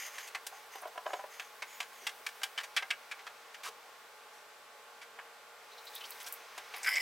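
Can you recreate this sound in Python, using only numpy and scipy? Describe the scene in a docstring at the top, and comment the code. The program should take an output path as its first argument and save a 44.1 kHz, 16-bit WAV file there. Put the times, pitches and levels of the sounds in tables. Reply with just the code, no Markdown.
"""Pipes under an open basement ceiling fill as the water is turned back on: noise bursts snap and spit,
then chopped noise pulses ring the pipe as air and water burst sputtering through it.
Before that the bubbles chirp and crackle as gliding tones and bright clicks, over filtered-noise water.
Air seeps thinly through the line as whistling noise, and a few dull knocks ring the wood.
A short diffuse room tail and a faint fan-like hum lie behind it all, in stereo."""
import sys
import numpy as np
from scipy import signal
from scipy.fft import rfft, irfft, next_fast_len
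from scipy.io import wavfile
from scipy.ndimage import uniform_filter1d, map_coordinates

SR = 44100
rng = np.random.default_rng(int(sys.argv[2]) if len(sys.argv) > 2 else 0)


def output_pcm(signal):
    """Save a mono or channel-first signal as 16-bit PCM at the path in sys.argv[1].

    Samples are clipped to [-1, 1] before scaling.
    """
    pcm = np.clip(np.atleast_2d(signal).T, -1, 1) * 32767
    wavfile.write(sys.argv[1], SR, np.round(pcm).astype(np.int16))


N = 309141
TIME = np.arange(N) / SR


def from_db(db):
    """Decibels to gain."""
    return 10 ** (np.asarray(db) / 20)


def rms_one(x):
    """Scale to an rms of 1."""
    return x / np.sqrt(np.mean(x ** 2) + 1e-20)


def gains_in_time(rows):
    """One gain curve for each dB column, with straight dB lines between the rows."""
    s, *columns = np.transpose(rows)
    return [from_db(np.interp(TIME, s, column)) for column in columns]


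def drift(per_s):
    """Random wander with a spread near 1: straight lines between per_s random points a second."""
    knots = rng.standard_normal(2000)
    return np.interp(TIME * per_s, np.arange(len(knots)), knots)


def colour(x, points):
    """Causal (minimum-phase) filter through (f/Hz, level/dB) points."""
    size = next_fast_len(2 * x.shape[-1], real=True)
    size += size % 2
    hz, db = np.transpose(points)
    grid = np.maximum(np.arange(size // 2 + 1) * SR / size, 1)
    response_db = np.interp(np.log(grid), np.log(hz), db)
    # folding the cepstrum onto positive times gives the minimum phase
    cepstrum = irfft(np.log(from_db(response_db)))
    cepstrum[1:size // 2] *= 2
    cepstrum[size // 2 + 1:] = 0
    return irfft(np.exp(rfft(cepstrum)) * rfft(x, size))[..., :x.shape[-1]]


def resonate(x, hz, width_hz):
    """One resonance, gain 1 on top."""
    r = np.exp(-np.pi * width_hz / SR)
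    zeros = np.array([1, 0, -1]) * (1 - r * r) / 2
    poles = [1, -2 * r * np.cos(2 * np.pi * hz / SR), r * r]
    return signal.lfilter(zeros, poles, x)


def body(x, modes):
    """Parallel resonances, each passed twice so that the valleys stay dark."""
    out = 0
    for k, (hz, width_hz, db) in enumerate(modes):
        # two passes narrow the peak, so each is made wider; signs alternate from mode to mode
        ringing = resonate(resonate(x, hz, 1.5 * width_hz), hz, 1.5 * width_hz)
        out = out + (-1) ** k * from_db(db) * ringing
    return out


def tone(x, bass_db, slope_db):
    """A bass shelf and a treble slope (dB per octave) around the middle of the range."""
    return colour(x, [(900, bass_db), (1500, 0), (2200, 0), (13000, slope_db * np.log2(6))])


def burst(length, rise, t60, grain_db):
    """A tight cluster of micro-impacts; reflections between the joists die away after it."""
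    t = TIME[:SR // 8]
    grains = rng.standard_normal(len(t)) * from_db(grain_db * rng.standard_normal(len(t)))
    return grains * np.minimum(t / rise, 1) * from_db(-60 * np.maximum(t - length, 0) / t60)


def add(out, s, sound, db):
    """Mix in a short sound; db is its energy spread over 20 ms."""
    start = max(round(s * SR), 0)
    gain = from_db(db) * np.sqrt(.02 * SR / np.sum(sound ** 2))
    out[start:start + len(sound)] += gain * sound[:max(N - start, 0)]


def release_of_air(s, length, attack, sag_db_per_s, t60):
    """Gain of one escape: it opens, sags as its pressure is spent, then dies away."""
    t = np.maximum(TIME - s, 0)
    die_away_db = np.minimum(60 * np.maximum(t - length, 0) / t60, 200)
    return np.minimum(t / attack, 1) * from_db(-sag_db_per_s * t - die_away_db)


def snaps():
    """Short dry snaps as pressure builds in the pipes; each favours one ring of the pipe wall."""
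    # snaps and spits: t/s, nominal length/s, level/dB, bass/dB, treble slope/(dB per octave),
    # main ring f/Hz, rebound amplitude share/(0-1)
    snap_events = [(.182, 0.0065, -43, 2, 7, 1510, 0.27), (.272, 0.019, -48.5, 8, 13, 2600, 0.02),
                   (.348, 0.0093, -37.5, 7.5, 4, 2100, 0), (.4668, .0045, -41.5, 7, 14.5, 2920, 0),
                   (1.397, 0.0049, -41, 1, 4.5, 2220, 0.14), (1.6218, 0.0072, -39.5, 4, 1.9, 2135, 0.01),
                   (1.803, 0.0049, -36.5, 4.5, 5, 2320, 0.26), (2.068, 0.0057, -34, 5, 6, 2760, 0.22),
                   (2.2649, .0041, -36.5, -5, 7, 2420, 0.17), (2.416, .0034, -47.5, 8, 3, 1620, 0.03),
                   (2.433, 0.0075, -33, 5, 9.5, 2900, 0), (2.577, .014, -34.5, 1, 3, 3070, .3),
                   (2.634, 0.016, -44, 11.5, 8.5, 2070, 0), (2.7646, .01, -30, 2, 5, 3240, 0.02),
                   (2.774, 0.0088, -31, -10, 0.5, 2340, 0), (2.824, 0.0069, -39, 10.5, 0, 2130, 0),
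                   (2.9046, 0.01, -30.5, -0.5, 2.5, 2550, 0.03), (3.1133, 0.012, -40, -1, 3.4, 2220, 0),
                   (3.192, 0.01, -52, 7, 1, 2120, 0), (3.267, .012, -44, 7, 2, 1350, 0),
                   (3.544, 0.0089, -48.5, 3, 4, 1830, 0), (3.634, 0.033, -41.5, 9, 8.5, 1500, 0.82),
                   (5.016, 0.02, -49.5, 6, 6.5, 2200, 0.02), (5.188, .01, -46, 11.5, -9, 1580, 0),
                   (6.202, .017, -48, -9, 11, 3460, 0.01), (6.264, 0.017, -44, 1, 11.5, 5660, 0),
                   (6.578, 0.008, -44, 16.5, 8, 1610, 0), (6.739, .0089, -42.5, 11, 3, 2480, 0.48)]
    # spectrum of a snap: f/Hz, level/dB (per Hz)
    snap_colour = [(150, -48.5), (300, -32.5), (480, -21), (780, -13), (950, -10.5), (1250, -4.5),
                   (1650, 0), (2350, -1), (2950, -4.5), (3300, -6.5), (4000, -10), (6500, -18.5),
                   (10000, -29.5), (16000, -42.5)]
    # rings of the pipe wall that every snap wakes: f/Hz, width/Hz, level/dB
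    wall_modes = [(764, 46, 1.5), (1623, 35, 1), (1765, 30, -6), (2087, 33, -2), (2340, 30, -2),
                  (3070, 32, -2), (3336, 30, -2.5)]
    rebound_s = .023   # a pipe that springs back snaps again this much later
    out = np.zeros(N)
    for s, length, db, bass_db, slope_db, hz, rebound in snap_events:
        crack = burst(0.85 * length, rise=0.00016, t60=0.041, grain_db=2.0)
        crack[0] += 4.0      # the first slip is the sharpest
        main_ring = from_db(2.5) * resonate(crack, hz, width_hz=180)
        wall = sum(from_db(level) * resonate(crack, mode_hz, width) for mode_hz, width, level in wall_modes)
        crack = crack + main_ring + wall
        add(out, s, tone(colour(crack, snap_colour), bass_db, slope_db), db)
        if rebound > 0:
            again = burst(length, rise=.001, t60=.04, grain_db=2.0)
            again = tone(colour(again, snap_colour), bass_db, slope_db)
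            add(out, s + rebound_s, again, db + 20 * np.log10(rebound))
    return out


def spurts():
    """Air pockets chop the jet into uneven pulses that ring the pipe, with fizz and a high whistle."""
    # air and water bursting through: t/s, length/s, then levels before the sag:
    # pipe tone level/dB, fizz level/dB, high whistle level/dB
    spurt_events = [(6.749, 0.042, -51.5, -59, -54.5), (6.832, .03, -53, -57, -50.5),
                    (6.866, 0.026, -33.5, -37.5, -44), (6.894, 0.0096, -46, -37.5, -45),
                    (6.904, 0.018, -34.5, -42, -49), (6.924, 0.026, -33.5, -38, -49),
                    (6.96, 0.023, -29, -41, -52), (6.996, .02, -37, -39.5, -53)]
    # resonances of the pipe, the fizz and the high whistle, each: f/Hz, width/Hz, level/dB
    pipe_modes = [(1650, 140, -18), (2020, 120, 0), (2250, 130, -4)]
    fizz_modes = [(2900, 600, -9), (4850, 250, -5), (5300, 170, 0), (7600, 1200, -17)]
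    whistle_modes = [(7400, 480, -6), (10260, 890, 8), (13600, 1500, 6.5)]
    pipe, fizz, whistle = 0, 0, 0
    for s, length, pipe_db, fizz_db, whistle_db in spurt_events:
        release = release_of_air(s, length, attack=0.0035, sag_db_per_s=42, t60=0.022)
        pipe = pipe + from_db(pipe_db) * release
        fizz = fizz + from_db(fizz_db) * release
        whistle = whistle + from_db(whistle_db) * release
    sputter = from_db(4.0 * drift(220))
    # about 5000 random pulses a second for each of the three sounds
    collapses = rng.standard_normal((3, N)) * (rng.random((3, N)) < 5000 / SR) * sputter
    ringing = body(collapses[0], pipe_modes)
    # the steady pressure behind the jet holds its mean strength (over 350 samples)
    ringing = ringing / np.sqrt(np.abs(uniform_filter1d(ringing ** 2, size=350)) + 1e-12)
    fizzing = rms_one(body(collapses[1], fizz_modes))
    whistling = rms_one(body(collapses[2], whistle_modes))
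    return pipe * ringing + fizz * fizzing + whistle * whistling


def slugs():
    """Slugs of water hit the bend: a single sharp front, then a cluster of small impacts."""
    # hits on the bend: t/s, length/s, level/dB, treble slope/(dB per octave)
    slug_events = [(6.831, 0.0081, -43.5, 15), (6.845, 0.0079, -37.5, -1), (6.862, 0.0066, -35, -1.5),
                   (6.873, .014, -30, -13), (6.956, 0.0034, -38, 5.5)]
    # spectrum of a hit: f/Hz, level/dB (per Hz)
    slug_colour = [(200, -43), (400, -23), (1000, -17), (1550, 5.5), (1800, 1), (2050, 6), (2350, 6.5),
                   (2700, -6), (4200, -12), (5250, -3), (6200, -12.5), (8500, -16), (11000, -46),
                   (16000, -42)]
    out = np.zeros(N)
    for s, length, db, slope_db in slug_events:
        blow = burst(length, rise=.0003, t60=.035, grain_db=3.0)
        blow[0] += 8.0      # the front of the slug lands all at once
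        add(out, s, tone(colour(blow, slug_colour), 0, slope_db), db)
    return out


def flow():
    """Running water hisses and sprays; a close reflection gives the spray a hollow colour."""
    # water running in the pipe: t/s, hiss level/dB, fine spray level/dB
    flow_levels = [(0, -53, -61), (.4, -60, -66), (1.5, -60.5, -66), (2.3, -59, -62), (3.5, -61, -72.5),
                   (4.6, -68, -78), (5.55, -65.5, -80), (5.95, -54.5, -58.5), (6.3, -53.5, -58.5),
                   (6.45, -56, -70), (6.72, -53.5, -65), (7.01, -47, -53)]
    # spectra of the hiss and the spray, each: f/Hz, level/dB (per Hz)
    hiss_colour = [(200, -31.5), (450, -4), (1100, 1.5), (1700, 0), (2250, 1.5), (2800, -3), (3600, -5.5),
                   (6200, -7), (7500, -16.5), (16000, -27)]
    spray_colour = [(3000, -58), (6000, -23), (8000, -1), (11000, -2), (13800, -1), (16000, -1.5)]
    hiss, spray = gains_in_time(flow_levels)
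    white = rng.standard_normal((3, N))
    water = hiss * rms_one(colour(white[0], hiss_colour)) * from_db(0.22 * drift(40))
    droplets = white[1] * from_db(5.5 * white[2])
    droplets = droplets + .45 * np.roll(droplets, SR // 650)   # reflection 1.5 ms later
    return water + spray * rms_one(colour(droplets, spray_colour)) * from_db(1.3 * drift(62))


def chirps():
    """Each bubble squeezed along the pipe rings with a rough, rising pitch and a little froth."""
    # small squeaks and deeper glugs: t/s, length/s, level/dB, starting f/Hz
    chirp_events = [(.75, .016, -61, 12950), (.812, .012, -64, 13000), (.814, 0.012, -58.5, 9600),
                    (.874, 0.011, -63, 12950), (1.745, .045, -57, 13500), (2.016, 0.026, -59, 365),
                    (2.191, .022, -62, 378), (3.658, 0.024, -45, 1100), (3.68, 0.026, -57.5, 398),
                    (5.698, .053, -57, 3690), (5.772, 0.027, -54, 3650), (5.866, 0.024, -49.5, 3680),
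                    (5.933, .021, -56, 3540), (5.956, 0.017, -47, 3420), (5.974, .015, -54, 3650),
                    (6.006, 0.016, -48, 2840), (6.036, 0.018, -48, 2950), (6.048, 0.017, -52, 4480),
                    (6.116, 0.013, -53, 4000), (6.24, 0.014, -55, 4800)]
    chirp_rise = 1.49   # each bubble climbs by this many times its own pitch spread
    out, t = np.zeros(N), TIME[:SR // 12]
    for s, length, db, start_hz in chirp_events:
        spread_hz = min(.07 * start_hz, 260)
        pitch_hz = start_hz + chirp_rise * spread_hz * np.minimum(t / length, 1)
        phase = 2 * np.pi * np.cumsum(pitch_hz) / SR
        # slow noise on both phases of the tone roughens it
        lowpass = signal.butter(2, spread_hz, fs=SR, output="sos")
        rough = signal.sosfilt(lowpass, rng.standard_normal((2, len(t))))
        ringing = rms_one(rough[0] * np.sin(phase) + rough[1] * np.cos(phase))
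        froth = rms_one(body(rng.standard_normal(len(t)), [(1.1 * start_hz, 7 * spread_hz, 0)]))
        swell = np.exp(-(2 * t / length - 1) ** 2)
        add(out, s, swell * (ringing + .7 * froth), db)
    return out


def cracks():
    """The smallest bubbles burst: one sharp pulse, then its brief bright reflections."""
    # bursting bubbles: t/s, level/dB
    crack_events = [(5.854, -60), (5.952, -47.5), (6.106, -48), (6.229, -56), (6.285, -52), (6.325, -42.5),
                    (6.338, -50)]
    # spectrum of a crack: f/Hz, level/dB (per Hz)
    crack_colour = [(1000, -32), (5500, -17), (7500, 0), (10500, 1.5), (13500, 9), (16000, -1)]
    out = np.zeros(N)
    for s, db in crack_events:
        crack = burst(.002, rise=.0003, t60=.028, grain_db=2.0)
        crack[0] += 7.0      # the collapse itself is a single sharp pulse
        add(out, s, colour(crack, crack_colour), db)
    return out


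def seepage():
    """Puffs of air whistle thinly through the line; all the resonances shift together."""
    # puffs of air: t/s, length/s, level/dB (before the sag), pitch ratio at mid-puff
    puffs = [(-.03, 0.094, -42.5, 0.96), (.12, 0.13, -50, .98), (0.509, 0.09, -60, 0.95),
             (0.708, 0.076, -54, 0.94), (1.059, 0.14, -55, 1.01), (1.298, .16, -56.5, 0.96),
             (1.668, 0.152, -54.5, 1.04), (1.91, 0.095, -61, 1.01), (2.002, 0.071, -55, .9),
             (4.313, 0.072, -62, .85)]
    # whistling resonances of the seeping air: f/Hz, width/Hz, level/dB
    seep_modes = [(2050, 400, 0), (3100, 700, -8), (5150, 700, -10), (6500, 350, -1), (7350, 600, -10),
                  (9600, 700, -12), (13200, 1000, -12)]
    level = 0
    for s, length, db, _ in puffs:
        level = level + from_db(db) * release_of_air(s, length, attack=0.027, sag_db_per_s=20, t60=0.26)
    whistle = rms_one(body(rng.standard_normal(N), seep_modes))
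    # reading the whistle faster or slower shifts its pitch, gliding from puff to puff
    starts, lengths, _, ratios = np.transpose(puffs)
    position = np.cumsum(np.interp(TIME, starts + lengths / 2, ratios))
    shifted = map_coordinates(whistle, [position], order=3, mode="wrap")
    return level * from_db(2.5 * drift(120)) * shifted


def knocks():
    """Soft blows set the wood ringing."""
    # dull knocks on wood: t/s, nominal length/s, level/dB, treble slope/(dB per octave)
    knock_events = [(0.522, 0.0092, -51, -2), (0.753, 0.0068, -47.5, 6), (0.82, 0.025, -46, -3),
                    (0.853, 0.0077, -42, -14), (0.87, 0.011, -52, 8), (0.952, 0.012, -49.5, -9),
                    (0.975, 0.0041, -41.5, 2.5), (1.056, 0.0046, -44.5, -16), (1.061, 0.0052, -36.5, -1),
                    (1.089, .01, -48.5, -8), (1.102, 0.0053, -44.5, -12), (1.131, 0.0095, -36, 3),
                    (1.188, 0.012, -44.5, -9), (1.238, 0.0021, -44.5, -16)]
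    # modes of the wood: f/Hz, half the width/Hz, level/dB
    wood = [(442, 39, -18), (600, 41, -13), (654, 57, -3), (768, 30, 1.5), (995, 39, -2.5),
            (1260, 200, -10), (1550, 200, -14), (2210, 350, -17), (2860, 360, -10.5), (4200, 1400, -32)]
    dull = [(150, -20), (500, 4.5), (1100, 6), (2500, -4.5), (14000, -22)]   # f/Hz, level/dB
    out = np.zeros(N)
    for s, length, db, slope_db in knock_events:
        blow = burst(0.88 * length, rise=0.0035, t60=0.029, grain_db=3.0)
        ringing = sum(from_db(level) * resonate(blow, hz, 2 * half_width) for hz, half_width, level in wood)
        add(out, s, tone(colour(ringing, dull), 0, slope_db), db)
    return out


def basement(x):
    """A short diffuse tail, duller than the direct sound: decaying noise stands for the reflections."""
    t60_s = 0.11
    t = TIME[:SR // 2]
    tail = rng.standard_normal(len(t)) * np.minimum(t / .012, 1) * from_db(-60 * t / t60_s)
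    wet = signal.fftconvolve(x, tail / np.sqrt(np.sum(tail ** 2)))[:N]
    return colour(wet, [(1000, -4.0), (4000, -11.0), (14000, -6.5)])


def background():
    """Steady broad noise, like a distant fan, with faint tones that waver in level and pitch."""
    # spectrum of the noise: f/Hz, level/dB (per Hz)
    air = [(15, -51), (25, -34), (229, -24.5), (317, -20.5), (463, -7), (503, -8.5), (840, -5), (988, -11),
           (1070, -3), (1400, -8.5), (1840, -9.5), (2000, -10), (6740, -21.5), (14800, -27.5), (16000, -39)]
    # tones of the hum: f/Hz, level/dB
    hum = [(235, -88.5), (425, -76.5), (468.3, -71), (581.4, -74.5), (847, -66.5), (939, -76.5),
           (1061, -71.5), (1122, -75), (1173, -75.5), (1408, -68.5), (1546, -70.5), (3521, -81),
           (7510, -82), (7978, -83), (14551, -80)]
    air_db = -57
    tones = 0
    for hz, db in hum:
        gain = from_db(db + 2.0 * drift(5)) * np.sqrt(2)   # the level is an rms
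        phase = 2 * np.pi * np.cumsum(hz + 2.21 * drift(25.06)) / SR
        tones = tones + gain * np.sin(phase)
    return from_db(air_db) * rms_one(colour(rng.standard_normal(N), air)) + tones


def scene():
    """Everything sits in the middle; only reflections and background differ between the sides."""
    # stereo width of the background: f/Hz, side minus mid level/dB
    width = [(60, 3), (125, -3), (250, -5), (500, -16.5), (2000, -7.5), (4000, -3.5), (8000, -5),
             (16000, -7.5)]
    room_db = -2.5
    direct = snaps() + spurts() + slugs() + flow() + chirps() + cracks() + seepage() + knocks()
    mid = direct + from_db(room_db) * basement(direct) + background()
    reflections = from_db(-22) * basement(direct)
    side = reflections + colour(background(), width)
    return np.array([mid + side, mid - side])


def record(dry):
    """The top is cut steeply above 16.1 kHz by an elliptic low-pass."""
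    cutoff_hz = 16100
    return signal.sosfilt(signal.ellip(12, .1, 70, cutoff_hz, fs=SR, output="sos"), dry)


dry = scene()
out = record(dry)
output_pcm(out)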